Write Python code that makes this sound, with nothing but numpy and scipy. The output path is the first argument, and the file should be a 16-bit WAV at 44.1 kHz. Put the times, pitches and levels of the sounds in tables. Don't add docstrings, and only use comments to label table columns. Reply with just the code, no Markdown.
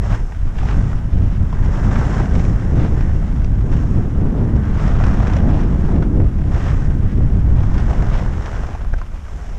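import sys
import numpy as np
from scipy import signal
from scipy.fft import rfft, irfft, next_fast_len
from scipy.io import wavfile
from scipy.ndimage import uniform_filter1d, minimum_filter1d, map_coordinates

SR = 44100
rng = np.random.default_rng(int(sys.argv[2]) if len(sys.argv) > 2 else 0)


def int16_out(signal):
    q = np.round(np.clip(np.atleast_2d(signal).T, -1, 1) * 32767)
    wavfile.write(sys.argv[1], SR, q.astype(np.int16))


N = 422478
TIME = np.arange(N) / SR

# (frequency [Hz], level per Hz [dB])
LARGE_EDDIES = [(8, -6), (22, 0), (45, 2), (75, -2.5), (105, -4.5), (140, -16), (200, -29), (330, -51.5),
                (3000, -120)]
MEDIUM_EDDIES = [(50, -19), (85, -9), (120, 1), (165, -3.5), (210, -7), (260, -16.5), (350, -31),
                 (600, -49), (3000, -110)]
SMALL_EDDIES = [(120, -25.5), (200, -2.5), (255, 1), (340, -4.5), (450, -11), (700, -19.5), (1200, -30),
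                (3000, -57), (12000, -96)]
# (middle time [s], half length [s], change of large eddies [dB], change of small eddies [dB])
GUSTS = [(0.182, 0.022, -6, -4), (0.33, 0.03, -4, -2), (0.422, 0.031, 7, 0), (0.515, 0.032, -4, -1),
         (1.055, 0.086, -1.5, -1), (1.196, 0.068, 4.5, 6), (1.65, 0.069, 2.5, -1), (1.926, 0.089, 1, 4),
         (2.251, 0.039, -10, -5), (2.333, 0.04, 5.5, 4), (2.848, 0.13, -1, 5), (3.13, 0.056, -2.5, -1),
         (3.689, 0.03, -5, -1), (4.36, 0.12, -1.5, 2), (5.098, 0.33, 2, -1), (5.496, 0.059, 1.5, 4),
         (5.973, 0.08, 0.5, 3), (6.158, 0.066, 2, 3), (6.299, 0.053, 0.5, -3.5), (6.808, 0.14, 1.5, -1.5),
         (7.7, 0.2, 2, 1.5), (8.473, 0.11, -3, 0), (8.741, 0.1, -5.5, 1), (8.935, 0.097, 8, 1.5),
         (9.452, 0.036, -3, -1.5)]
# (level when cruising [dB], dB per dB of airflow, airflow where it levels off [dB])
LARGE_LAW, MEDIUM_LAW, SMALL_LAW = (-7, 0.89, -8.5), (-14, 1.486, -4.5), (-29, 0.97, 11.9)
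SPEED_DB_PER_DB, GUST_PITCH_DB_PER_DB = 0.14, -0.0145


def wind():
    air_db = airflow()
    large_db = eddy_level(air_db, LARGE_LAW)
    medium_db = eddy_level(air_db, MEDIUM_LAW)
    calm_small_db = eddy_level(air_db, SMALL_LAW)
    gust_db = np.zeros(N)
    for s, half_s, large_change_db, small_change_db in GUSTS:
        gust = swell(s, half_s, half_s)
        large_db = large_db + large_change_db * gust
        medium_db = medium_db + 0.36 * (large_change_db + small_change_db) * gust
        gust_db = gust_db + small_change_db * gust
    small_db = calm_small_db + gust_db
    speed = undb(SPEED_DB_PER_DB * air_db + GUST_PITCH_DB_PER_DB * gust_db + .4 * walk(rate=12))

    large = steady(eddies(LARGE_EDDIES, speed), (15, 130), span_s=.08)
    clump_db = 1.23 * np.abs(large) + 1.0 * walk(rate=28)
    medium = steady(eddies(MEDIUM_EDDIES, speed) * undb(.7 * clump_db), (110, 220), span_s=.11)
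    small = steady(eddies(SMALL_EDDIES, speed) * undb(1.4 * clump_db), (240, 450), span_s=.1)

    lurch_db = 1.52 * walk(rate=22)
    thumps = large * undb(large_db + 1.36 * lurch_db)
    rumble = medium * undb(medium_db + lurch_db)
    flutter = small * undb(small_db + 1.2 * lurch_db)
    return thumps + rumble + flutter


# (time [s], level compared with cruising [dB])
AIRFLOW = [(0, -9), (0.13, -7), (0.31, -17.5), (0.76, -5.5), (1.05, -7.5), (1.62, -6), (2.0, -1.5),
           (2.7, -1.5), (3.12, -6), (3.55, -6.5), (3.85, 0), (4.4, 2), (4.9, -1.5), (5.55, 1), (6.15, 0),
           (6.45, -2.5), (7.2, -2.5), (7.5, -4.5), (8.2, -6.5), (8.72, -14.5), (9.2, -21), (9.58, -18)]


def airflow():
    return np.interp(TIME, *np.transpose(AIRFLOW))


def eddy_level(air_db, law):
    db, slope, limit_db = law
    knee_db = 1.7
    excess_db = knee_db * np.logaddexp(0, (air_db - limit_db) / knee_db)
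    return db + slope * (air_db - excess_db)


def eddies(spectrum, speed):
    field = colour(rng.standard_normal(2 * N), spectrum)
    position = np.cumsum(speed) + SR // 10
    return map_coordinates(field, [position], order=3, mode="mirror")


# (frequency [Hz], level per Hz [dB])
ROAR_COLOUR = [(150, -32.5), (280, -9), (335, 6), (400, -3.5), (470, -7), (700, -27), (2000, -55),
               (6000, -91)]
# (middle time [s], half length [s], level [dB], relative pitch)
ROARING_GUSTS = [(4.4, .13, -36, 1.03), (6.04, .17, -31, .88), (6.18, .055, -25.5, .96)]


def howl():
    return surges(ROARING_GUSTS, ROAR_COLOUR, (280, 480), bend_db=0.5, wander_db=0.1)


# (frequency at relative pitch 1 [Hz], level per Hz [dB])
THUD = [(120, -8), (340, 5), (500, 0), (700, -9), (1000, -18), (2000, -32), (10000, -79)]
# (start time [s], relative level [dB], relative pitch)
PUFFS = [(1.687, -21.5, 1.05), (2.733, -19.5, 1.15), (2.846, -17.5, 1), (2.97, -19, 1.1), (6.201, -12, 1.1)]


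def puffs():
    out = 0
    for s, db, pitch in PUFFS:
        thud = np.array(THUD) * [pitch, 1]
        out = out + colour(undb(db) * burst(s, t60=.06), thud)
    return undb(-3) * out


# (frequency [Hz], level per Hz [dB])
SCRAPE = [(120, -13.5), (270, -4), (370, 6.5), (500, 1.5), (620, 2), (740, 1.5), (860, 2), (1250, -4),
          (1600, -5.5), (1950, -8.5), (2350, -16), (3100, -24.5), (4200, -28), (15000, -69.5)]
BITE = [(1200, -11.5), (2100, 6), (2500, 4), (3000, 3), (3500, -0.5), (4200, -7.5), (4800, -7), (5400, -6),
        (7000, -17.5), (9500, -28.5), (15000, -45.5)]
SPRAY = [(2500, -18.5), (4000, -9.5), (4800, -9.5), (5300, 1), (6200, -1), (7300, -3.5), (8400, -11),
         (9600, -22.5), (11000, -30.5), (13000, -28), (15000, -33.5)]


def skis(scrape_db, bite_db, spray_db):
    chatter_db = 0.5 * walk(rate=40) + 0.97 * walk(rate=210)
    crush = grains(rate=1400, spread_db=3.5) + 1.0 * rng.standard_normal(N)
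    chips = grains(rate=900, spread_db=-0.5) + 1.12 * rng.standard_normal(N)
    crystals = grains(rate=2300, spread_db=3.0) + 1.0 * rng.standard_normal(N)

    scrape = colour(crush * undb(chatter_db), SCRAPE)
    scrape = steady(scrape + undb(-4) * ski_ring(scrape), (800, 2200), span_s=.15)
    bite = steady(colour(chips * undb(1.3 * chatter_db), BITE), (2600, 4600), span_s=.15)
    spray = steady(colour(crystals * undb(0.64 * chatter_db), SPRAY), (5200, 8000), span_s=.15)

    smooth_share = np.sqrt(1 - coarseness())
    return scrape * undb(scrape_db) * smooth_share + bite * undb(bite_db - 0.9) + spray * undb(spray_db - 2.0)


# (apex time [s], build-up [s], easing [s], relative scrape level [dB], spray compared with scrape [dB])
TURNS = [(0.1, .1, 0.29, -49.5, -7), (0.74, 0.24, 0.25, -39, -14.5), (2.07, 0.48, 0.25, -33.5, -16),
         (2.8, 0.86, 0.65, -41.5, -15), (3.8, 0.18, 0.32, -46.5, -11.5), (5.12, 0.49, 0.42, -33.5, -20.5),
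         (6.64, 0.16, 0.28, -38.5, -14.5), (8.05, 0.54, 0.59, -37, -18), (8.55, 0.22, 0.24, -38, -17),
         (9.399, 0.24, 0.55, -48.5, -8.5)]
# (start time [s], length [s], relative scrape level [dB],
# bite compared with scrape [dB], spray compared with scrape [dB]), before the mix in skis()
SKIDS = [(0.0, 0.087, -38.5, -15, -15), (0.084, 0.072, -33.5, -13.5, -17), (0.558, 0.068, -46, -5, -23),
         (0.64, 0.081, -36, -10.5, -27), (1.094, 0.24, -48.5, -8, -15), (2.106, 0.077, -34.5, -17, -18),
         (2.32, 0.18, -41, -12, -10), (2.755, 0.11, -39.5, -10, -19), (3.696, 0.077, -41, -12.5, -16),
         (4.775, 0.077, -39.5, -8.5, -12), (5.025, 0.061, -34, -18, -21), (5.197, 0.11, -36.5, -18, -25),
         (5.465, 0.16, -39.5, -11.5, -20), (5.67, 0.28, -42.5, -16.5, -17.5),
         (6.529, 0.18, -37.5, -10.5, -19), (7.539, 0.071, -40.5, -16, -23), (7.868, 0.053, -37.5, -24, -17),
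         (8.114, 0.087, -37.5, -9, -18)]


def edge_work():
    def share(shape, db, bite_db, spray_db):
        return np.outer(undb([db, db + bite_db, db + spray_db]) ** 2, shape ** 2)

    power = share(np.ones(N), db=-45, bite_db=-13, spray_db=-17.5)
    power[0] *= undb(0.2 * airflow()) ** 2
    for apex, rise, fall, db, spray_db in TURNS:
        power = power + share(swell(apex, rise, fall), db, -16.5, spray_db)
    attack_s, release_s = .03, .028
    for start, length, db, bite_db, spray_db in SKIDS:
        onset = np.clip((TIME - start) / attack_s, 0, 1)
        fade = np.exp(-np.clip((TIME - start - length) / release_s, 0, 20))
        power = power + share(onset * fade, db, bite_db, spray_db)
    scrape_db, bite_db, spray_db = 10 * np.log10(power)
    patch_db = 0.59 * walk(rate=24)
    return scrape_db + patch_db, bite_db + .8 * patch_db + 1.1 * walk(rate=30), spray_db + 0.61 * patch_db


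# (frequency [Hz], relative level [dB], free ringing time to -60 dB [s])
SKI_MODES = [(574, -6, 0.034), (723, -1.5, 0.046), (1027, -11, 0.068), (1268, 2.5, 0.012),
             (1552, 1.5, 0.033), (1870, -1.5, 0.013), (2070, -10.5, 0.0031), (3050, -9.5, 0.034),
             (5227, -12, .05)]


def ski_ring(drive):
    out = 0
    for hz, db, t60 in SKI_MODES:
        width_hz = 2 * np.log(1000) / (np.pi * t60)
        mode = signal.lfilter(*signal.iirpeak(hz, hz / width_hz, fs=SR), drive)
        out = out + mode * undb(db + 3.9 * walk(rate=13))
    return out


# (middle time [s], half length [s], level compared with scrape [dB])
COARSE = [(0.68, .12, -5), (2.05, .3, -7), (5.2, .28, -3.5), (7.8, .2, -4), (8.48, .3, -2.5)]


def coarseness():
    total = sum(undb(db) ** 2 * swell(s, half_s, half_s) for s, half_s, db in COARSE)
    return np.clip(total, 0, .9)


# (frequency [Hz], level per Hz [dB])
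SNAP = [(1200, -7), (2200, 4.5), (3300, -3), (4300, -10), (5600, -3), (7500, -16), (10000, -33.5),
        (15000, -47.5)]


def grit(scrape_db):
    slips_per_s, scatter_db = 95, 6.4
    count = int(2 * slips_per_s * N / SR)
    gap, size = rng.random((count, 2)).T
    starts = (np.cumsum(.25 + 1.5 * gap) * SR / slips_per_s).astype(int)
    inside = starts < N
    slips = np.zeros(N)
    slips[starts[inside]] = undb(scatter_db * (2 * size - 1))[inside]
    cracks = unit(ring_down(slips, t60=.016) * rng.standard_normal(N))
    crunch = colour(cracks, SCRAPE)
    body = steady(crunch + undb(-8) * ski_ring(crunch), (800, 2200), span_s=.15)
    snap = undb(-14.5) * colour(cracks, SNAP)
    return (body + snap) * undb(scrape_db) * np.sqrt(coarseness())


# (frequency at relative pitch 1 [Hz], level per Hz [dB])
GROAN = [(200, -26), (380, -7), (480, -6.5), (620, 4), (740, 3), (900, -8.5), (1400, -26.5), (5000, -72.5)]
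# (middle time [s], half length [s], relative level [dB], relative pitch)
CARVES = [(4.86, .08, -38, .9), (5.25, .16, -36, .95), (5.52, .13, -37, 1.1), (7.92, .05, -32.5, .85),
          (8.06, .06, -35, .6), (8.17, .05, -36, .9), (8.35, .1, -39, .62)]


def groan():
    tone = surges(CARVES, GROAN, (300, 900), bend_db=0.24, wander_db=0.5)
    return tone * undb(2.0 * walk(rate=52) - 3)


# (frequency [Hz], level per Hz [dB])
CRUNCH = [(150, -21), (400, -4), (750, 5), (1300, -1), (1900, -7.5), (2500, -14.5), (4200, -27.5),
          (15000, -71.5)]
# (start time [s], relative level [dB],
# relative treble share [dB], ring frequency [Hz], dying time to -60 dB [s])
LUMPS = [(0.3215, -25.5, -27, 1500, .035), (0.348, -28, -28, 1200, .04), (0.586, -22, -24, 1400, .04),
         (0.631, -21, -24, 800, .035), (0.686, -18, -26, 1300, .045), (0.93, -24, -25, 1200, .035),
         (1.5268, -20.5, -29, 1000, .04), (1.911, -18, -30, 1030, .05), (1.957, -12, -31, 1230, .045),
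         (2.198, -19, -30, 710, .09), (2.257, -22, -22, 1300, .035), (2.353, -21.5, -20, 730, .05),
         (2.395, -23, -20, 1800, .05), (2.4505, -25, -16.5, 1500, .035), (3.008, -24, -22, 1200, .04),
         (3.4445, -24.5, -17, 2200, .028), (4.879, -24, -19, 1500, .04), (5.009, -17.5, -32, 670, .035),
         (5.0384, -19.5, -17, 1400, .055), (5.082, -23, -21, 1500, .05), (5.202, -18, -32, 730, .045),
         (5.2694, -19.5, -22, 530, .06), (5.298, -22, -21, 900, .03), (5.3248, -21, -27, 830, .04),
         (5.334, -23, -15, 2000, .035), (5.366, -19, -19, 650, .045), (5.889, -23, -29, 1000, .04),
         (5.959, -23.5, -28, 1550, .055), (6.0245, -19.5, -29, 1300, .05), (6.517, -21.5, -26, 1100, .04),
         (6.543, -21, -25, 1300, .05), (7.583, -24, -27, 900, .045), (7.633, -22, -32, 800, .04),
         (7.741, -25, -20, 600, .06), (7.779, -20, -22, 1250, .06), (7.805, -28, -17, 1600, .03),
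         (7.899, -22, -26, 450, .05), (7.93, -21, -24, 800, .05), (8.0225, -18, -26, 705, .04),
         (8.1154, -22, -32, 560, .04), (8.459, -24, -18, 1400, .045), (8.551, -22, -27, 1400, .04),
         (8.667, -27, -19, 1900, .035), (8.749, -23, -32, 800, .04), (9.281, -29, -30, 1200, .04)]


def lumps(scrape_db):
    body, edge, ring = 0, 0, 0
    for s, db, treble_db, hz, t60 in LUMPS:
        crunch = undb(db) * burst(s, t60)
        body = body + crunch
        edge = edge + undb(db + treble_db) * burst(s, t60)
        ring = ring + ski_band(crunch, hz)
    falls = rng.random(N) < 16 / SR
    hits = falls * undb(scrape_db + 7 + 6 * rng.random(N))
    crumbs = ring_down(hits, t60=.022) * rng.standard_normal(N)
    dull = undb(-8.5) * (colour(body + crumbs, CRUNCH) + undb(-3) * ring)
    sharp = undb(5.5) * colour(edge + undb(-21.5) * crumbs, SNAP)
    return dull + sharp


def ski_band(x, hz):
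    q = 3
    b, a = signal.iirpeak(hz, q, fs=SR)
    return signal.lfilter(b, a, signal.lfilter(b, a, x)) * np.sqrt(2 * SR * q / (np.pi * hz))


# (frequency [Hz], level per Hz [dB])
CRACK = [(150, -9), (400, 3), (750, 10), (1200, 7), (1600, 0), (2200, -4), (3300, -13), (4300, -18),
         (5400, -12), (7500, -24), (12000, -56)]
THUMP = [(150, -10), (330, 0), (520, 0), (780, -3), (1000, -14), (2500, -35), (9000, -70)]
# (start time [s], relative level [dB], most strongly struck frequency [Hz],
# relative thump share [dB], crack share [dB], snap share [dB])
KNOCKS = [(8.8465, -27, 1000, -5, -7, -25), (8.933, -31, 1700, -5, -6, -15),
          (8.9385, -22.5, 1600, 0.5, -10, -26), (8.9805, -32, 900, -9, -3, -15),
          (8.986, -34, 1100, -12, -1, -13), (9.0145, -19.5, 1050, -15, -13, -27),
          (9.062, -38, 2400, -20, -2, -9)]


def knocks():
    cracks, snaps, thumps, rings = 0, 0, np.zeros(N), np.zeros(N + SR)
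    age = np.arange(SR // 5) / SR
    for s, db, struck_hz, thump_db, crack_db, snap_db in KNOCKS:
        cracks = cracks + undb(db + crack_db) * burst(s, t60=.028)
        snaps = snaps + undb(db + snap_db) * burst(s, t60=.05)
        start = int(s * SR)
        thumps[start] = undb(db + thump_db)
        for k, (hz, mode_db, t60) in enumerate(SKI_MODES):
            distance_db = 22 * abs(np.log2(hz / struck_hz))
            size = (-1) ** k * undb(db + mode_db - distance_db)
            rings[start:start + len(age)] += size * np.sin(2 * np.pi * hz * age) * decay(age, t60)
    thump = undb(17) * colour(thumps, THUMP)
    return colour(cracks, CRACK) + colour(snaps, SNAP) + thump + rings[:N]


def fine_hiss():
    spectrum = [(4000, -9.0), (9000, -0.5), (12300, -7.0), (15000, -14.0)]  # (Hz, dB per Hz)
    return undb(-67.0) * colour(rng.standard_normal(N), spectrum)


def surges(table, spectrum, band, bend_db, wander_db):
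    swells = np.array([undb(db) * swell(s, half_s, half_s) for s, half_s, db, _ in table]) + 1e-12
    gain = swells.sum(axis=0)
    pitch = np.array(table)[:, 3] @ swells / gain
    speed = pitch * undb(bend_db * (gain / gain.max() - 1.0) + wander_db * walk(rate=25))
    return gain * steady(eddies(spectrum, speed), band, span_s=.04)


def swell(apex, rise, fall):
    return np.exp(-((TIME - apex) / np.where(TIME < apex, rise, fall)) ** 2)


def decay(age, t60):
    return np.exp(-np.log(1000) * age / t60)


def ring_down(hits, t60):
    return signal.lfilter([1], [1, -decay(1 / SR, t60)], hits + 1e-18)


def burst(s, t60):
    age = np.arange(SR // 5) / SR
    out, start = np.zeros(N + len(age)), int(s * SR)
    out[start:start + len(age)] = rng.standard_normal(len(age)) * decay(age, t60)
    return out[:N]


def grains(rate, spread_db):
    chance, size, push = rng.random(N), rng.standard_normal(N), rng.standard_normal(N)
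    return unit((chance < rate / SR) * np.sign(push) * undb(spread_db * np.clip(size, -2, 2)))


def walk(rate):
    k = max(int(SR / rate), 2)
    steps = np.repeat(rng.standard_normal(N // k + 1), k)
    return unit(uniform_filter1d(steps, k)[:N])


def steady(x, band, span_s):
    k = max(int(span_s * SR), 2)
    power = signal.sosfilt(signal.butter(2, band, "band", fs=SR, output="sos"), x) ** 2
    return x / np.sqrt(uniform_filter1d(uniform_filter1d(power, k), k))


def colour(x, points):
    size = next_fast_len(len(x) + 4096)
    hz, db = np.transpose(points)
    gain = unit(undb(np.interp(np.log(np.fft.rfftfreq(size, 1 / SR) + 1), np.log(hz), db)))
    cepstrum = irfft(np.log(gain), size)
    cepstrum[1:size // 2] *= 2
    cepstrum[size // 2 + 1:] = 0
    return irfft(rfft(x, size) * np.exp(rfft(cepstrum)), size)[:len(x)]


def undb(db):
    return 10 ** (np.asarray(db) / 20)


def unit(x):
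    return x / np.sqrt(np.mean(x ** 2))


def scene():
    scrape_db, bite_db, spray_db = edge_work()
    snow = skis(scrape_db, bite_db, spray_db) + grit(scrape_db) + groan() + lumps(scrape_db)
    air = wind() + howl() + puffs()
    return (air + snow + knocks() + fine_hiss())[None]


def record(dry):
    ceiling, hold = undb(-3.1), int(.016 * SR)
    needed_gain = ceiling / np.maximum(np.abs(dry), ceiling)
    gain = uniform_filter1d(minimum_filter1d(needed_gain, hold), hold)
    top_cut = signal.ellip(8, .2, 70, 15300, fs=SR, output="sos")
    return signal.sosfilt(top_cut, dry * gain)


dry = scene()
out = record(dry)
int16_out(out)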